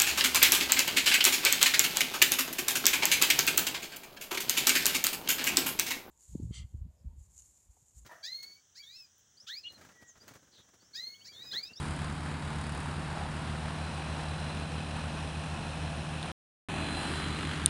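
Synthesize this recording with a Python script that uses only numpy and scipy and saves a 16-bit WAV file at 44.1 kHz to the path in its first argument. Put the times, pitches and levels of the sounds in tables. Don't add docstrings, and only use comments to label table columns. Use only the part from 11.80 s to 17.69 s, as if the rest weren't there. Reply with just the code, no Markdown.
import sys
import numpy as np
from scipy import signal
from scipy.fft import rfft, irfft
from scipy.io import wavfile

SR = 44100
rng = np.random.default_rng(int(sys.argv[2]) if len(sys.argv) > 2 else 0)


def to_wav(s):
    ch = np.atleast_2d(s).T
    pcm = np.round(np.clip(ch, -1, 1) * 32767)
    wavfile.write(sys.argv[1], SR, pcm.astype(np.int16))


N = 259749


def exhaust(turns, note, waver_db):
    loudest = max(db for order, db in note)
    out = np.zeros(N)
    for order, db in note:
        unsteady = waver_db * (1 + min(loudest - db, 10) / 5)
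        offset = 2 * np.pi * rng.random() * (order % 4 > 0)
        gain = from_db(db + unsteady * drift(5))
        out -= gain * np.sin(np.pi * order * turns + offset + unsteady / 6 * drift(5))
    return np.sqrt(2) * out


def exhaust_notes(taxi, idle, warm, warm_gain):
    # multiple of the four-stroke cycle rate (4 is the firing rate), level in dB.
    taxi_note = [(4, -43.5), (6, -57), (8, -42), (10, -61.5), (12, -55.5), (14, -58.5), (15, -62.5),
                 (16, -63.5), (20, -70.5), (22, -75.5)]
    idle_note = [(2, -58.5), (3, -74.5), (4, -47), (6, -61), (8, -52), (10, -58), (11, -63), (12, -62.5),
                 (13, -65.5), (14, -61), (16, -61.5)]
    warm_note = [(2, -65.5), (4, -60.5), (6, -53.5), (8, -55.5), (10, -62), (12, -53), (13, -54), (14, -59),
                 (16, -59), (18, -63.5)]
    loping = taxi + 0.016 * np.sin(np.pi * taxi)
    notes = exhaust(loping, taxi_note, waver_db=1.01) + exhaust(idle, idle_note, waver_db=1.0)
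    return notes + warm_gain ** .5 * exhaust(warm, warm_note, waver_db=1.3)


def crankshaft(speed, wander):
    firings, = in_time(speed)
    return np.cumsum(firings / 2 * (1 + wander * drift(8))) / SR


def propeller_wash(taxi, idle, warm, taxi_gain, idle_gain, warm_gain):
    # frequency in Hz, relative density in dB.
    taxi_spectrum = [(210, -28), (350, -1.5), (458, -3), (540, -2), (924, 1), (1170, 0.5), (1510, -1),
                     (2510, -9), (3590, -13.5), (4700, -13.5), (5970, -23), (6720, -20.5), (9340, -19),
                     (10500, -27.5), (12400, -46.5), (16100, -90), (22000, -120)]
    idle_spectrum = [(330, -5), (450, -3.5), (685, 2), (1230, -5.5), (1720, -5.5), (2080, -12.5),
                     (2590, -5), (3190, -9.5), (4050, -11.5), (4490, -22), (5300, -16.5), (7000, -24),
                     (9060, -17), (10200, -23), (12000, -47)]
    warm_spectrum = [(300, 4), (420, -4.5), (700, -4.5), (1100, -1.5), (1680, -1), (2130, -5.5), (3240, -5),
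                     (3760, -9), (4430, -13.5), (5460, -18.5), (7000, -20), (9600, -17.5), (10500, -24),
                     (12400, -46)]
    taxi_air = colour(chopped_air(taxi, per_turn=.2, per_firing=.036, flutter_db=.8), taxi_spectrum)
    idle_air = colour(chopped_air(idle, per_turn=.14, per_firing=.029, flutter_db=.5), idle_spectrum)
    warm_air = colour(chopped_air(warm, per_turn=.31, per_firing=.13, flutter_db=.3), warm_spectrum)
    warm_wash = from_db(-39.5) * warm_gain * ground_echo(warm_air, strength=0.083)
    return from_db(-43.5) * (taxi_gain * taxi_air + idle_gain * idle_air) + warm_wash


def chopped_air(turns, per_turn, per_firing, flutter_db):
    with_turns = per_turn * puffs(turns, sharpness=3.5, uneven_db=1.2) ** 2
    with_firings = per_firing * puffs(2 * turns, sharpness=3, uneven_db=1.5) ** 2
    flutter = from_db(flutter_db * drift(16))
    return np.sqrt(1 + with_turns + with_firings) * flutter * rng.standard_normal(N)


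def puffs(cycles, sharpness, uneven_db):
    strength = from_db(uneven_db * rng.standard_normal(1024))
    return rms_one(strength[cycles.astype(int) % len(strength)] * np.exp(-sharpness * (cycles % 1)))


def rumble(turns, warm_gain):
    # frequency in Hz, relative density in dB.
    spectrum = [(20, -21.5), (34, -18.5), (44, -4.5), (64, 0.5), (88, 12.5), (108, -2), (135, 6.5),
                (175, 6), (230, 6), (290, -5), (360, -2.5), (460, -21.5), (800, -30.5)]
    air = chopped_air(turns, per_turn=.1, per_firing=.45, flutter_db=.5)
    return (from_db(-45.5) + from_db(-52.0) * warm_gain) * colour(air, spectrum)


def valve_gear(turns):
    # time in seconds, gain in dB.
    strength = [(1.35, -19), (2.1, -2), (3.7, -0.2), (4.45, -2.5), (4.95, 2.5), (5.5, -7), (5.89, -1)]
    # frequency in Hz, width in Hz, level in dB at a clatter gain of 0 dB.
    modes = [(689, 210, -56), (1580, 250, -66), (2690, 520, -58.5), (4070, 120, -61), (5070, 430, -76),
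             (8930, 330, -82)]
    clatter_db, = in_time(strength)
    clatter = chopped_air(turns, per_turn=4, per_firing=.3, flutter_db=.4)
    clatter = signal.sosfilt(signal.butter(8, 10000, fs=SR, output="sos"), clatter)
    casing = sum(from_db(db) * resonance(clatter, hz, width) for hz, width, db in modes)
    ring = resonance(resonance(clatter, hz=2540, width_hz=210), hz=2540, width_hz=210)
    ring_db = -56 + 3.7 * clatter_db
    return from_db(clatter_db) * casing + from_db(ring_db) * ring


def growl(turns):
    # time in seconds, peak level in dB, half length in seconds.
    surges = [(1.41, -43.5, 0.057), (2.15, -48, 0.04), (2.41, -46, 0.063), (3.82, -52, .06),
              (4.94, -46.5, 0.04), (5.21, -45, .06)]
    air = chopped_air(turns, per_turn=2.2, per_firing=.2, flutter_db=.4)
    band = resonance(resonance(air, hz=794, width_hz=220), hz=794, width_hz=220)
    return swells(surges, steady_db=-57.5) * band


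def gearbox(turns):
    # time in seconds, peak level in dB at unit load, half length in seconds.
    tooth_swells = [(2.7, -59, .4), (5.14, -47.5, 0.13), (5.44, -50, 0.19)]
    sideband_swells = [(2.05, -63, 0.11), (2.7, -58, .13), (3.8, -64.5, .4)]
    teeth_per_turn, jitter_hz = 105, 10
    phase = 2 * np.pi * (teeth_per_turn * turns + np.cumsum(jitter_hz * drift(120)) / SR)
    load = 1 + .2 * drift(80) + .3 * np.sin(2 * np.pi * turns) + .3 * np.sin(4 * np.pi * turns)
    tooth = swells(tooth_swells, steady_db=-66) * np.sin(phase)
    sideband = swells(sideband_swells, steady_db=-80) * np.sin(phase + 4 * np.pi * turns)
    return np.sqrt(2) * load * (tooth + sideband)


def spit_and_hiss(turns, presence):
    # time in seconds, peak level in dB (the spit's at full presence), half length in seconds.
    spit_bouts = [(.06, -57.5, 0.21), (.89, -57, .14)]
    swings = [(0, -56, 0.17), (5.28, -50, 0.13)]
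    # frequency in Hz, relative density in dB.
    spectrum = [(2500, -9), (4000, 1), (5000, 4.5), (6000, -3.5), (7200, 1.5), (9300, 5.5), (10200, 2),
                (11200, -12), (12400, -23.5)]
    bursts = puffs(turns, sharpness=7, uneven_db=1) * rng.standard_normal(N)
    spit = presence * swells(spit_bouts, steady_db=-68.5) * colour(bursts, spectrum)
    hiss = swells(swings, steady_db=-65.5) * colour(rng.standard_normal(N), spectrum)
    return spit + hiss


def clicks():
    # start in seconds, gain in dB, tilt in dB per octave about the first mode.
    snaps = [(4.4283, -34.5, -9.5), (5.8598, -1.5, 5.5)]
    # frequency in Hz, relative level in dB, onset delay in seconds, rise time in seconds.
    modes = [(9260, -1, 0.00013, 0.00039), (3640, -5, 0.000713, 0.00036), (3500, -17.5, .0012, 0.0012),
             (6370, -14, 0.00044, 0.00032), (7750, -20.5, 0.0012, 0.00055)]
    out = np.zeros(N)
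    for start, db, tilt_db in snaps:
        for hz, mode_db, delay, rise in modes:
            age = np.maximum(np.arange(N) / SR - start - delay, 0)
            gain = from_db(db + mode_db + tilt_db * np.log2(hz / modes[0][0]))
            envelope = (age / rise * np.exp(1 - age / rise)) ** 2
            out += gain * envelope * np.sin(2 * np.pi * hz * age)
    return out


def ground_echo(x, strength):
    # time in seconds, lowest notch in Hz.
    notch = [(5.22, 409), (5.6, 613), (5.89, 840)]
    notch_hz, = in_time(notch)
    dull = signal.sosfiltfilt(signal.butter(1, 3000, fs=SR, output="sos"), x)
    echo = np.interp(np.arange(N) - SR / (2 * notch_hz), np.arange(N), dull)
    return rms_one(x + strength * echo)


def microphone_shadow(x, width_hz):
    # time in seconds, band centre in Hz, share of the amplitude removed.
    shadow = [(1.2, 5950, 0.13), (2.6, 7200, 0.099), (4.5, 7270, .05), (4.9, 5050, .57), (5.25, 6250, .52),
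              (5.55, 5800, 0.15)]
    hz, share = in_time(shadow)
    carrier = np.exp(2j * np.pi * np.cumsum(hz) / SR)
    band = signal.sosfiltfilt(signal.butter(1, width_hz / 2, fs=SR, output="sos"), x / carrier)
    return x - share * 2 * np.real(band * carrier)


def resonance(x, hz, width_hz):
    r = np.exp(-np.pi * width_hz / SR)
    return rms_one(signal.lfilter([1, 0, -1], [1, -2 * r * np.cos(2 * np.pi * hz / SR), r * r], x))


def colour(x, spectrum):
    hz = np.maximum(np.arange(N // 2 + 1) * SR / N, 1)
    row_hz, db = np.transpose(spectrum)
    gain = from_db(np.interp(np.log(hz), np.log(row_hz), db))
    skirts = 1 / np.sqrt((1 + (.8 * row_hz[0] / hz) ** 8) * (1 + (.8 * hz / row_hz[-1]) ** 8))
    return rms_one(irfft(rfft(x) * gain * skirts, N))


def swells(rows, steady_db):
    t = np.arange(N) / SR
    power = sum((from_db(db) * np.exp(-.5 * ((t - s) / half) ** 2)) ** 2 for s, db, half in rows)
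    return np.sqrt(from_db(steady_db) ** 2 + power)


def drift(rate):
    hz = np.arange(N // 2 + 1) * SR / N
    return rms_one(irfft(rfft(rng.standard_normal(N)) / (1 + (hz / rate) ** 2) ** 2, N))


def in_time(rows):
    seconds, *columns = np.transpose(rows)
    return [np.interp(np.arange(N) / SR, seconds, column) for column in columns]


def from_db(db):
    return 10 ** (np.asarray(db) / 20)


def rms_one(x):
    return x / np.sqrt(np.mean(x ** 2) + 1e-20)


def scene():
    # time in seconds, firings per second.
    taxi_speed = [(0, 73.45), (.45, 74.2), (1, 73.2), (1.7, 76.35), (3, 76.5), (4.4, 76.85), (5.1, 77.45),
                  (5.35, 77.1), (5.89, 77.4)]
    idle_speed = [(0, 82.85), (5.89, 83.1)]
    warm_speed = [(0, 93.1), (5.89, 96)]
    # time in seconds, gain in dB.
    taxi_presence = [(0, 0), (1.6, 0), (4, -6.5), (5.1, -15)]
    idle_presence = [(0, -32), (.8, -6.5), (2.5, -0.44), (5.25, 0.5), (5.5, -25)]
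    warm_presence = [(0, -8), (1.4, -25.5), (4, -25), (4.6, -5), (5.35, 1.5), (5.89, 0)]
    taxi = crankshaft(taxi_speed, wander=0.00119)
    idle = crankshaft(idle_speed, wander=0.0042)
    warm = crankshaft(warm_speed, wander=0.004)
    taxi_gain = from_db(in_time(taxi_presence)[0])
    idle_gain = from_db(in_time(idle_presence)[0])
    warm_gain = from_db(in_time(warm_presence)[0])
    planes = exhaust_notes(taxi, idle, warm, warm_gain) + rumble(taxi, warm_gain)
    planes += propeller_wash(taxi, idle, warm, taxi_gain, idle_gain, warm_gain)
    planes += growl(warm) + valve_gear(warm)
    planes += gearbox(taxi) + spit_and_hiss(taxi, taxi_gain)
    return (microphone_shadow(planes, width_hz=1100) + clicks())[None]


def record(dry):
    off_s, on_s = 4.5172, 4.8863
    low_hz, high_hz = 25, 12300
    t = np.arange(N) / SR
    live = (t < off_s) | (t > on_s)
    thin = signal.sosfilt(signal.butter(2, low_hz, "high", fs=SR, output="sos"), dry)
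    return signal.sosfilt(signal.ellip(10, .1, 90, high_hz, fs=SR, output="sos"), thin * live + 1e-18)


dry = scene()
out = record(dry)
to_wav(out)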